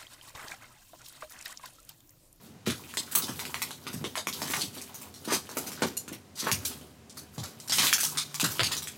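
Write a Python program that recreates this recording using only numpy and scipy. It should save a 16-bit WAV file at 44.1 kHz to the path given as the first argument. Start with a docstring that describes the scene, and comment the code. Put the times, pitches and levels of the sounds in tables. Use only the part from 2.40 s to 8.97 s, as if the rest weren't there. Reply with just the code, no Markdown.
"""Corridor of a derelict railway carriage: slow steps over flakes of paint, board and glass, in one channel.
Each foot thuds on the hollow floor, snaps and splinters pieces and grinds grit; soles scuff, a board creaks,
glass clinks and once squeaks. Blows and grains drive damped resonances, glass is a sum of decaying sines;
the near sound is mixed with a short bright reverberation from the bare compartments.
From farther off, faint rumble and a low hum come through the open windows."""
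import sys
import numpy as np
from scipy import signal
from scipy.fft import rfft, irfft
from scipy.io import wavfile
from scipy.ndimage import map_coordinates

SR = 44100
rng = np.random.default_rng(int(sys.argv[2]) if len(sys.argv) > 2 else 0)


def put_to_file(sound):
    """Save the sound as 16-bit audio at rate SR, in the file named by the first command-line argument."""
    columns = np.atleast_2d(sound).T  # one column per channel
    safe = np.clip(columns, -1, 1)
    whole_steps = np.round(safe * 32767)
    wavfile.write(sys.argv[1], SR, whole_steps.astype(np.int16))


N = 289781
TIME = np.arange(N) / SR  # s
BLOW = int(.4 * SR)  # samples kept of each blow and of the reverberation
ATTACK = int(.03 * SR)  # samples over which the level of a blow is set

# Step levels below apply before the carriage body colours them and the steps are trimmed.
# Air outside, spectrum shape before levelling: pitch_hz [Hz], density_db [dB per Hz, relative]
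OUTDOOR_AIR = [(35, -33), (60, -0.5), (103, -4), (160, -9), (222, -1.5), (281, -14), (503, -15.5),
               (636, -19), (732, -12), (785, -18), (1410, -22), (7400, -29), (16000, -39)]
AIR_DB = -54.5
# Swelling hum from outside: time_s [s], level_db [dB]
HUM_SWELL = [(0, -67), (5.0, -64.5), (5.5, -53.5), (6.0, -52.5), (6.57, -51.5)]
HUM_HZ = 149
# Weight bearing on the debris: start_s [s], length_s [s], grit_db [dB], boards_db [dB]
FOOT_LOADS = [(0, 0.035, -56.5, -55), (0.304, 0.5, -50.5, -54), (0.762, 0.51, -46.5, -48.5),
              (1.41, 0.27, -51, -52), (1.918, 0.27, -44, -45), (2.31, 0.35, -53, -57.5),
              (2.75, 0.51, -55, -54), (3.112, .32, -47, -47.5), (4.014, 0.36, -52, -48),
              (4.75, .03, -55.5, -54), (4.93, 0.14, -53, -53), (5.182, .08, -53.5, -55),
              (5.321, 0.13, -30.5, -43), (5.586, 0.16, -44.5, -51.5), (5.8, 0.16, -55, -59.5),
              (6.01, 0.3, -42.5, -44.5), (6.462, .11, -56, -52.5)]
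LOAD_S, UNLOAD_DB_PER_S = .04, 118  # the weight comes on quickly and eases off
GRIT_REST_DB, BOARDS_REST_DB = -76, -57.5  # under the standing foot
# Soles sliding and a board creaking (the 1450 Hz row at 1.95 s is the creak):
# start_s [s], peak_s [s], end_s [s], level_db [dB], pitch_hz [Hz], grain_rate [grains per s]
SCUFFS_AND_CREAK = [(0.255, 0.258, .34, -34.5, 3930, 3000), (1.953, 2.147, 2.25, -36.5, 1450, 280),
                    (1.949, 2.168, 2.3, -35, 7900, 1100), (2.188, 2.215, 2.265, -37.5, 4500, 3000),
                    (2.875, 2.936, 2.962, -25.5, 1210, 3000), (2.872, 2.95, 2.98, -26, 6200, 7100),
                    (3.949, 3.999, 4.1, -32, 5970, 4800), (3.959, 4.082, 4.12, -35, 1400, 1800),
                    (5.322, 5.427, 5.5, -27, 3970, 690), (5.33, 5.457, 5.5, -26.5, 8650, 1100),
                    (5.572, 5.655, 5.74, -31, 8050, 970)]
# Pieces breaking under the shoe: start_s [s], snap_db [dB], snap_hz [Hz], splinter_db [dB],
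# splinter_hz [Hz], direct [share of the snap's power that arrives directly, 0-1]
BREAKING_PIECES = [(.265, -36.5, 1860, -38.5, 7500, 0.23), (.301, -37, 1630, -37.5, 6800, 0.55),
                   (.49, -51, 2500, -55, 9000, .1), (0.539, -45.5, 1290, -46, 8100, 0.82),
                   (.5716, -35, 1480, -30, 5800, 0.88), (0.7133, -46.5, 1690, -36.5, 11600, 0.05),
                   (0.7519, -34.5, 1400, -20.5, 10760, 0.43), (0.8222, -52, 1000, -35.5, 5000, 0.3),
                   (.8827, -41, 1300, -42, 6800, .12), (0.9932, -39.5, 1910, -39.5, 7900, 0.4),
                   (1.053, -41, 2220, -43, 6850, 0.7), (1.1436, -34, 2140, -45, 6900, .67),
                   (1.219, -34.5, 1930, -32, 7900, 0.47), (1.308, -45.5, 1560, -43.5, 6100, .8),
                   (1.468, -39.5, 1600, -43, 6000, 0.35), (1.53, -50, 1320, -42, 8800, 0.2),
                   (1.6421, -40, 1570, -39, 3970, 0.4), (1.755, -35.5, 1450, -40.5, 10500, 0.5),
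                   (1.7745, -38, 920, -35.5, 4900, .37), (1.871, -32.5, 1170, -34.5, 7100, 0.68),
                   (1.9277, -39.5, 4530, -44, 11900, .27), (2.0188, -37.5, 1230, -36, 7000, 0.64),
                   (2.1025, -42.5, 1460, -36, 7900, 0.45), (2.211, -50, 3000, -32.5, 5240, 0.33),
                   (2.343, -56.5, 2740, -46.5, 12000, 0.26), (2.3742, -53, 1150, -45.5, 6000, 0.54),
                   (2.5443, -57, 900, -43, 8400, 0.44), (2.6149, -54.5, 1320, -44.5, 10700, 0.3),
                   (2.7413, -64, 1150, -49, 5930, 0.7), (2.845, -50, 1910, -44.5, 7900, 0.08),
                   (3.092, -45, 855, -45.5, 5860, 0.57), (3.1706, -36.5, 930, -33, 9100, 0.44),
                   (3.265, -48.5, 1040, -39.5, 8060, .1), (3.318, -49.5, 1160, -43.5, 6960, 0.7),
                   (3.4212, -29, 1100, -33, 4600, .3), (3.467, -46.5, 2450, -43, 8500, 0.5),
                   (3.6794, -47, 1700, -45.5, 7500, 0.36), (3.725, -48, 2000, -45.5, 8500, 0.16),
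                   (4.0708, -30, 850, -40.5, 7850, 0.45), (4.1156, -29.5, 3480, -27, 8300, 0.64),
                   (4.252, -56, 4000, -32.5, 10950, 0.2), (4.31, -50.5, 1160, -47, 4440, 0.04),
                   (4.7709, -51.5, 1490, -43, 6740, 0.18), (4.9811, -45, 870, -43.5, 5030, 0.55),
                   (5.0336, -45.5, 1150, -41, 5940, 0.13), (5.277, -53, 1890, -40.5, 6900, 0.33),
                   (5.2968, -45, 880, -32.5, 5070, 0.7), (5.3221, -38.5, 1570, -26.5, 5170, .46),
                   (5.3855, -34.5, 2190, -30, 4570, .7), (5.433, -31, 1190, -30, 7850, 0.34),
                   (5.469, -28, 3320, -35, 7900, 0.4), (5.5286, -23, 2560, -21, 7400, 0.86),
                   (5.582, -35.5, 2080, -36, 9100, 0.46), (5.603, -43, 1890, -28, 8060, 0.45),
                   (5.633, -39, 1520, -27.5, 7300, 0.6), (5.773, -37, 1580, -28, 5350, 0.42),
                   (5.944, -42.5, 1590, -35.5, 7800, 0.6), (5.9988, -32, 2020, -28, 6740, 0.42),
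                   (6.041, -30, 1990, -29, 7800, 0.17), (6.108, -52, 1020, -37, 8700, 0.24),
                   (6.1946, -25, 1300, -33.5, 4500, 0.43), (6.2335, -33.5, 1870, -28, 4950, .95),
                   (6.316, -33.5, 2400, -33.5, 7050, 0.06), (6.368, -50, 1330, -34, 7000, 0.7),
                   (6.423, -46.5, 2130, -40, 7900, .38), (6.473, -42.5, 1830, -39, 7800, 0.55)]
# Modes of a flat broken piece or a board: pitch_ratio [multiple of its pitch], level_db [dB, relative]
PIECE_MODES = [(.8, -1), (1.0, -0.5), (1.3, -8.5), (1.9, -10.5)]
# A foot loading the floor: start_s [s], level_db [dB], pitch_hz [Hz]
FOOTFALLS = [(.273, -28.5, 249), (.572, -44.5, 332), (.76, -45.5, 270), (.835, -44.5, 257),
             (.892, -38.5, 222), (1.466, -47, 260), (1.541, -38, 190), (1.613, -39.5, 213),
             (1.642, -37.5, 332), (1.871, -42.5, 267), (2.02, -41.5, 282), (2.1, -42, 290),
             (2.235, -42.5, 210), (2.371, -47.5, 340), (2.876, -36, 310), (2.922, -30.5, 380),
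             (3.169, -37, 368), (3.265, -48.5, 280), (3.421, -28, 322), (3.68, -49, 340), (3.717, -42, 241),
             (4.03, -41, 259), (4.068, -36, 404), (4.118, -36.5, 116), (4.979, -38.5, 159),
             (5.296, -47, 200), (5.398, -42.5, 210), (6.031, -32, 207), (6.194, -34, 464),
             (6.211, -37.5, 112)]
SETTLE_S, SETTLE_DB, SETTLE_PITCH = .03, -10.5, 0.68  # the sole settles later, softer and deeper
# Glass knocked or squeaking under the sole (the pair at 3.57 s is one short squeak):
# start_s [s], level_db [dB], pitch_ratio [multiple of the glass modes],
# rattle_db [dB over the ring], freedom [ring length relative to a free shard]
GLASS_SOUNDS = [(2.416, -42, 0.93, 7, 0.59), (3.569, -34, 1.01, -6, 1.15), (3.573, -34.5, 0.99, -6.5, 0.65),
                (4.251, -37, 0.84, 0, 0.45), (4.254, -34, 0.57, 0, 0.42), (4.697, -49.5, 0.73, 15, .7),
                (5.201, -46.5, 0.73, 1, .6), (5.297, -38, 0.66, -6, 0.45), (5.322, -31.5, 0.48, -3, 1),
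                (5.384, -27, 0.47, 6, 0.85)]
# Modes of a free glass shard at pitch ratio 1: pitch_hz [Hz], level_db [dB, relative], t60_s [s]
GLASS_MODES = [(2840, -8, 0.073), (4210, -6, 0.13), (5740, -16, .16), (6980, 1.5, 0.15), (8430, 1, 0.062),
               (10100, -2, 0.1), (10780, -13, 0.08), (11400, -1.5, 0.095), (13200, -5, .1),
               (12600, -12, .08)]
# Resonances of floor and carriage: pitch_hz [Hz], width_hz [Hz], boost_db [dB]
CARRIAGE_BODY = [(95, 67, 6), (204, 49, 1), (370, 13, 2.5), (606, 13, 4), (903, 9, 4), (1126, 210, 1),
                 (3730, 1800, 3.5), (13000, 1600, 2)]
CARRIAGE_T60_S, BUILD_UP_S = 0.18, .003


def from_db(db):
    """Decibels to gain."""
    return 10 ** (np.asarray(db) / 20)


def rms_one(x):
    """Scale to unit rms."""
    return x / np.sqrt(np.mean(x ** 2) + 1e-20)


def attack_one(x):
    """Scale a blow to unit rms over its first 30 ms."""
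    return x / np.sqrt(np.mean(x[:ATTACK] ** 2) + 1e-20)


def below_limit(hz):
    """Keep a frequency safely under half the sample rate."""
    return min(hz, .45 * SR)


def band(x, hz, spread):
    """Band-pass from hz / spread to hz * spread."""
    edges = [hz / spread, below_limit(hz * spread)]
    return signal.sosfilt(signal.butter(2, edges, "band", fs=SR, output="sos"), x + 1e-18)


def resonance(x, hz, width_hz):
    """Two-pole resonance with gain about 1 at its peak."""
    r = np.exp(-np.pi * width_hz / SR)
    numerator = np.array([1, 0, -1]) * (1 - r * r) / 2
    denominator = [1, -2 * r * np.cos(2 * np.pi * hz / SR), r * r]
    return signal.lfilter(numerator, denominator, x + 1e-18)


def add(out, s, sound):
    """Mix a sound in at time s."""
    at = round(s * SR)
    out[at:at + len(sound)] += sound[:N - at]


def drift(rate, size):
    """A smooth random wobble through knots of spread 1, rate knots per second."""
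    knots = rng.standard_normal(int(size / SR * rate) + 3)
    return map_coordinates(knots, [np.arange(size) / SR * rate], order=3, mode="nearest")


def grains(per_s, size_db, size=N):
    """Random clicks, mostly small and a few large."""
    sizes = from_db(size_db * np.minimum(rng.exponential(1, size), 3))
    return sizes * rng.choice([-1, 1], size) * (rng.random(size) < per_s / SR)


def reflections(t60, early_per_s=3500, hold_s=0.0053, clump_db=2.0, late_db=-24, late_t60=0.88):
    """Near walls send clumped echoes that hold briefly and die fast; the long corridor rings on faintly."""
    t = TIME[:BLOW]
    density = np.minimum(early_per_s / SR * (1 + (t / BUILD_UP_S / 2) ** 2), 1)
    echoes = rng.standard_normal(BLOW) * (rng.random(BLOW) < density) / np.sqrt(density)
    early = from_db(-60 * np.maximum(t - hold_s, 0) / t60)
    late = from_db(late_db - 60 * t / late_t60)
    build_up = 1 - np.exp(-t / BUILD_UP_S)
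    clumps = from_db(clump_db * drift(160, size=BLOW))
    return echoes * build_up * np.hypot(early, late) * clumps


def in_carriage(x, direct):
    """A running sound plus its reverberation, sharing the power by the direct share."""
    echoes = reflections(CARRIAGE_T60_S)
    far = signal.fftconvolve(x, echoes / np.linalg.norm(echoes))[:N]
    return np.sqrt(direct) * x + np.sqrt(1 - direct) * far


def blow(force, hz, spread, direct, t60, ring_db=-20, q=14):
    """A force on a damped piece: a broad knock and a brief ring, heard directly and through the carriage."""
    modes = np.zeros(BLOW)
    for ratio, db in PIECE_MODES:
        mode_hz = below_limit(hz * ratio * rng.uniform(0.916, 1.03))  # no two pieces alike
        modes += from_db(db) * resonance(force, mode_hz, hz * ratio / q)
    near = attack_one(band(force, hz, spread)) + from_db(ring_db) * attack_one(modes)
    far = signal.fftconvolve(near, reflections(t60))[:BLOW]
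    return attack_one(np.sqrt(direct) * attack_one(near) + np.sqrt(1 - direct) * attack_one(far))


def outdoors():
    """Steady rumble and hiss as shaped noise, and a hum of a pure tone with noise ringing around it."""
    hz, density_db = np.transpose(OUTDOOR_AIR)
    bins_hz = np.arange(N // 2 + 1) * SR / N
    colour = from_db(np.interp(np.log(bins_hz + 1), np.log(hz), density_db))
    air = rms_one(irfft(rfft(rng.standard_normal(N)) * colour, N))
    tone = np.sin(2 * np.pi * HUM_HZ * TIME)
    waver = rms_one(resonance(rng.standard_normal(N), HUM_HZ, width_hz=8.3))
    hum = rms_one(tone + .5 * waver)
    swell_s, swell_db = np.transpose(HUM_SWELL)
    return from_db(AIR_DB) * air + from_db(np.interp(TIME, swell_s, swell_db)) * hum


def weight():
    """Gains of grit and boards: every tread rises, holds and eases off to the load of the standing foot."""
    power = from_db([[GRIT_REST_DB], [BOARDS_REST_DB]]) ** 2
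    for start, length, grit_db, boards_db in FOOT_LOADS:
        rise = np.clip((TIME - start) / LOAD_S + .5, 0, 1)  # half loaded at the start time
        release_db = UNLOAD_DB_PER_S * np.maximum(TIME - start - length, 0)
        power = power + (from_db([[grit_db], [boards_db]]) * rise * from_db(-release_db)) ** 2
    return np.sqrt(power)


def grit(load, coarse_db=-4, fine_db=-1):
    """Small grains keep popping under the shoe, ringing at a spread of coarse and fine pitches."""
    coarse = sum(rms_one(resonance(grains(per_s=18, size_db=5), hz, hz * 0.22))
                 for hz in np.geomspace(800, 3000, 8))
    fine = sum(rms_one(resonance(grains(per_s=40, size_db=3), hz, hz * 0.32))
               for hz in np.linspace(3800, 15000, 9))
    coarse = load * from_db(coarse_db) * rms_one(coarse)
    fine = load * from_db(fine_db) * rms_one(fine)
    return in_carriage(coarse, direct=0.34) + in_carriage(fine, direct=0.29)


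def boards(load, gain_db=-3):
    """Dull little knocks of loose boards under the weight: sparse clicks in a low band."""
    knocks = rms_one(band(grains(per_s=180, size_db=3.5), hz=243, spread=2.01))
    return in_carriage(load * from_db(gain_db) * knocks, direct=0.22)


def scuffs_and_creak(spread=1.85, edge_db=-17, slip_db=3, ring_db=-4):
    """Sliding soles crush grains that ring, and a board creaks by stick-slip: both are swelling click trains."""
    out = np.zeros(N)
    for start, peak, end, level_db, hz, per_s in SCUFFS_AND_CREAK:
        t = TIME[(TIME >= start) & (TIME < end)]
        swell = from_db(level_db + np.interp(t, [start, peak, end], [edge_db, 0, edge_db]))
        unevenness = from_db(slip_db * drift(110, size=len(t)))
        force = unevenness * grains(per_s=per_s, size_db=3.5, size=len(t))  # dense hisses, sparse crackles
        rings = sum(from_db(db) * resonance(force, below_limit(hz * ratio), hz * ratio / 14)
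                    for ratio, db in PIECE_MODES)
        friction = rms_one(band(force, hz, spread)) + from_db(ring_db) * rms_one(rings)
        fade = signal.windows.tukey(len(t), .2)
        add(out, start, fade * swell * rms_one(friction))
    return in_carriage(out, direct=0.6)


def cracks(snap_spread=1.88, splinter_spread=1.77, snap_t60=0.18, tear_s=0.0012, tear_db=-7,
           crumble_s=0.0017, shadow_db=-11, first_db=20):
    """A piece snaps in one pulse and tears within a millisecond or two; a brief bright shower goes with it."""
    out, pulse, t = np.zeros(N), -signal.unit_impulse(BLOW), TIME[:BLOW]
    for s, snap_db, snap_hz, splinter_db, splinter_hz, direct in BREAKING_PIECES:
        tear = grains(per_s=4000, size_db=2, size=BLOW) * np.exp(-t / tear_s)
        fracture = pulse + from_db(tear_db) * tear
        snap = blow(fracture, snap_hz, snap_spread, direct, snap_t60, ring_db=-6, q=9.9)
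        add(out, s, from_db(snap_db) * snap)
        # a piece hidden under the sole crumbles softly; the shoe shades the splinters most
        crumbs = grains(per_s=1100, size_db=5.0, size=BLOW) * np.exp(-t / crumble_s)
        shower = from_db(first_db) * direct * fracture + crumbs
        splinters = blow(shower, splinter_hz, splinter_spread, direct * from_db(shadow_db),
                         CARRIAGE_T60_S, ring_db=-4.5, q=5.6)
        add(out, s, from_db(splinter_db) * splinters)
    return out


def thuds(spread=1.474, direct=0.49, t60=0.095, cycles=14):
    """The hollow floor gives under the heel, then again as the sole settles; deep thuds last longer."""
    out = np.zeros(N)
    for heel in FOOTFALLS:
        sole = (heel[0] + SETTLE_S, heel[1] + SETTLE_DB, heel[2] * SETTLE_PITCH)
        for s, level_db, hz in (heel, sole):
            thud = blow(signal.unit_impulse(BLOW), hz, spread, direct, t60 + cycles / hz, ring_db=-5, q=6.1)
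            add(out, s, from_db(level_db) * thud)
    return out


def glass(direct=0.15):
    """Glass knocked or squeaking under the sole: a rattle and a ring in one set of scaled, decaying modes."""
    out, t = np.zeros(N), TIME[:BLOW]
    for s, level_db, pitch, rattle_db, freedom in GLASS_SOUNDS:
        modes = sum(from_db(db - 60 * t / (t60 * freedom)) * np.sin(2 * np.pi * hz * pitch * t)
                    for hz, db, t60 in GLASS_MODES)
        ring = modes * (1 + .45 * drift(250, size=BLOW))  # wavers at random
        rattle = blow(signal.unit_impulse(BLOW), 8000 * pitch, 1.56, direct, CARRIAGE_T60_S)
        mixed = attack_one(ring) + from_db(rattle_db) * attack_one(rattle)
        add(out, s, from_db(level_db) * attack_one(mixed))
    return out


def scene():
    """The steps, coloured by the carriage body, with the glass, over the outdoor air."""
    background = outdoors()
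    on_grit, on_boards = weight()
    steps = grit(on_grit) + boards(on_boards) + scuffs_and_creak() + cracks() + thuds()
    steps = steps + sum((from_db(db) - 1) * resonance(steps, hz, width) for hz, width, db in CARRIAGE_BODY)
    return (from_db(-0.5) * steps + glass() + background)[None]


def record(dry):
    """At the microphone: a steep wind filter takes the deep bass, peaks are rounded, the top is cut."""
    wind_filter = signal.ellip(8, .5, 42, 76, "high", fs=SR, output="sos")
    x = signal.sosfilt(wind_filter, dry)
    x = .45 * np.tanh(x / .45)
    top_cut = signal.ellip(10, .2, 70, 16200, fs=SR, output="sos")
    return signal.sosfilt(top_cut, x)


dry = scene()
out = record(dry)
put_to_file(out)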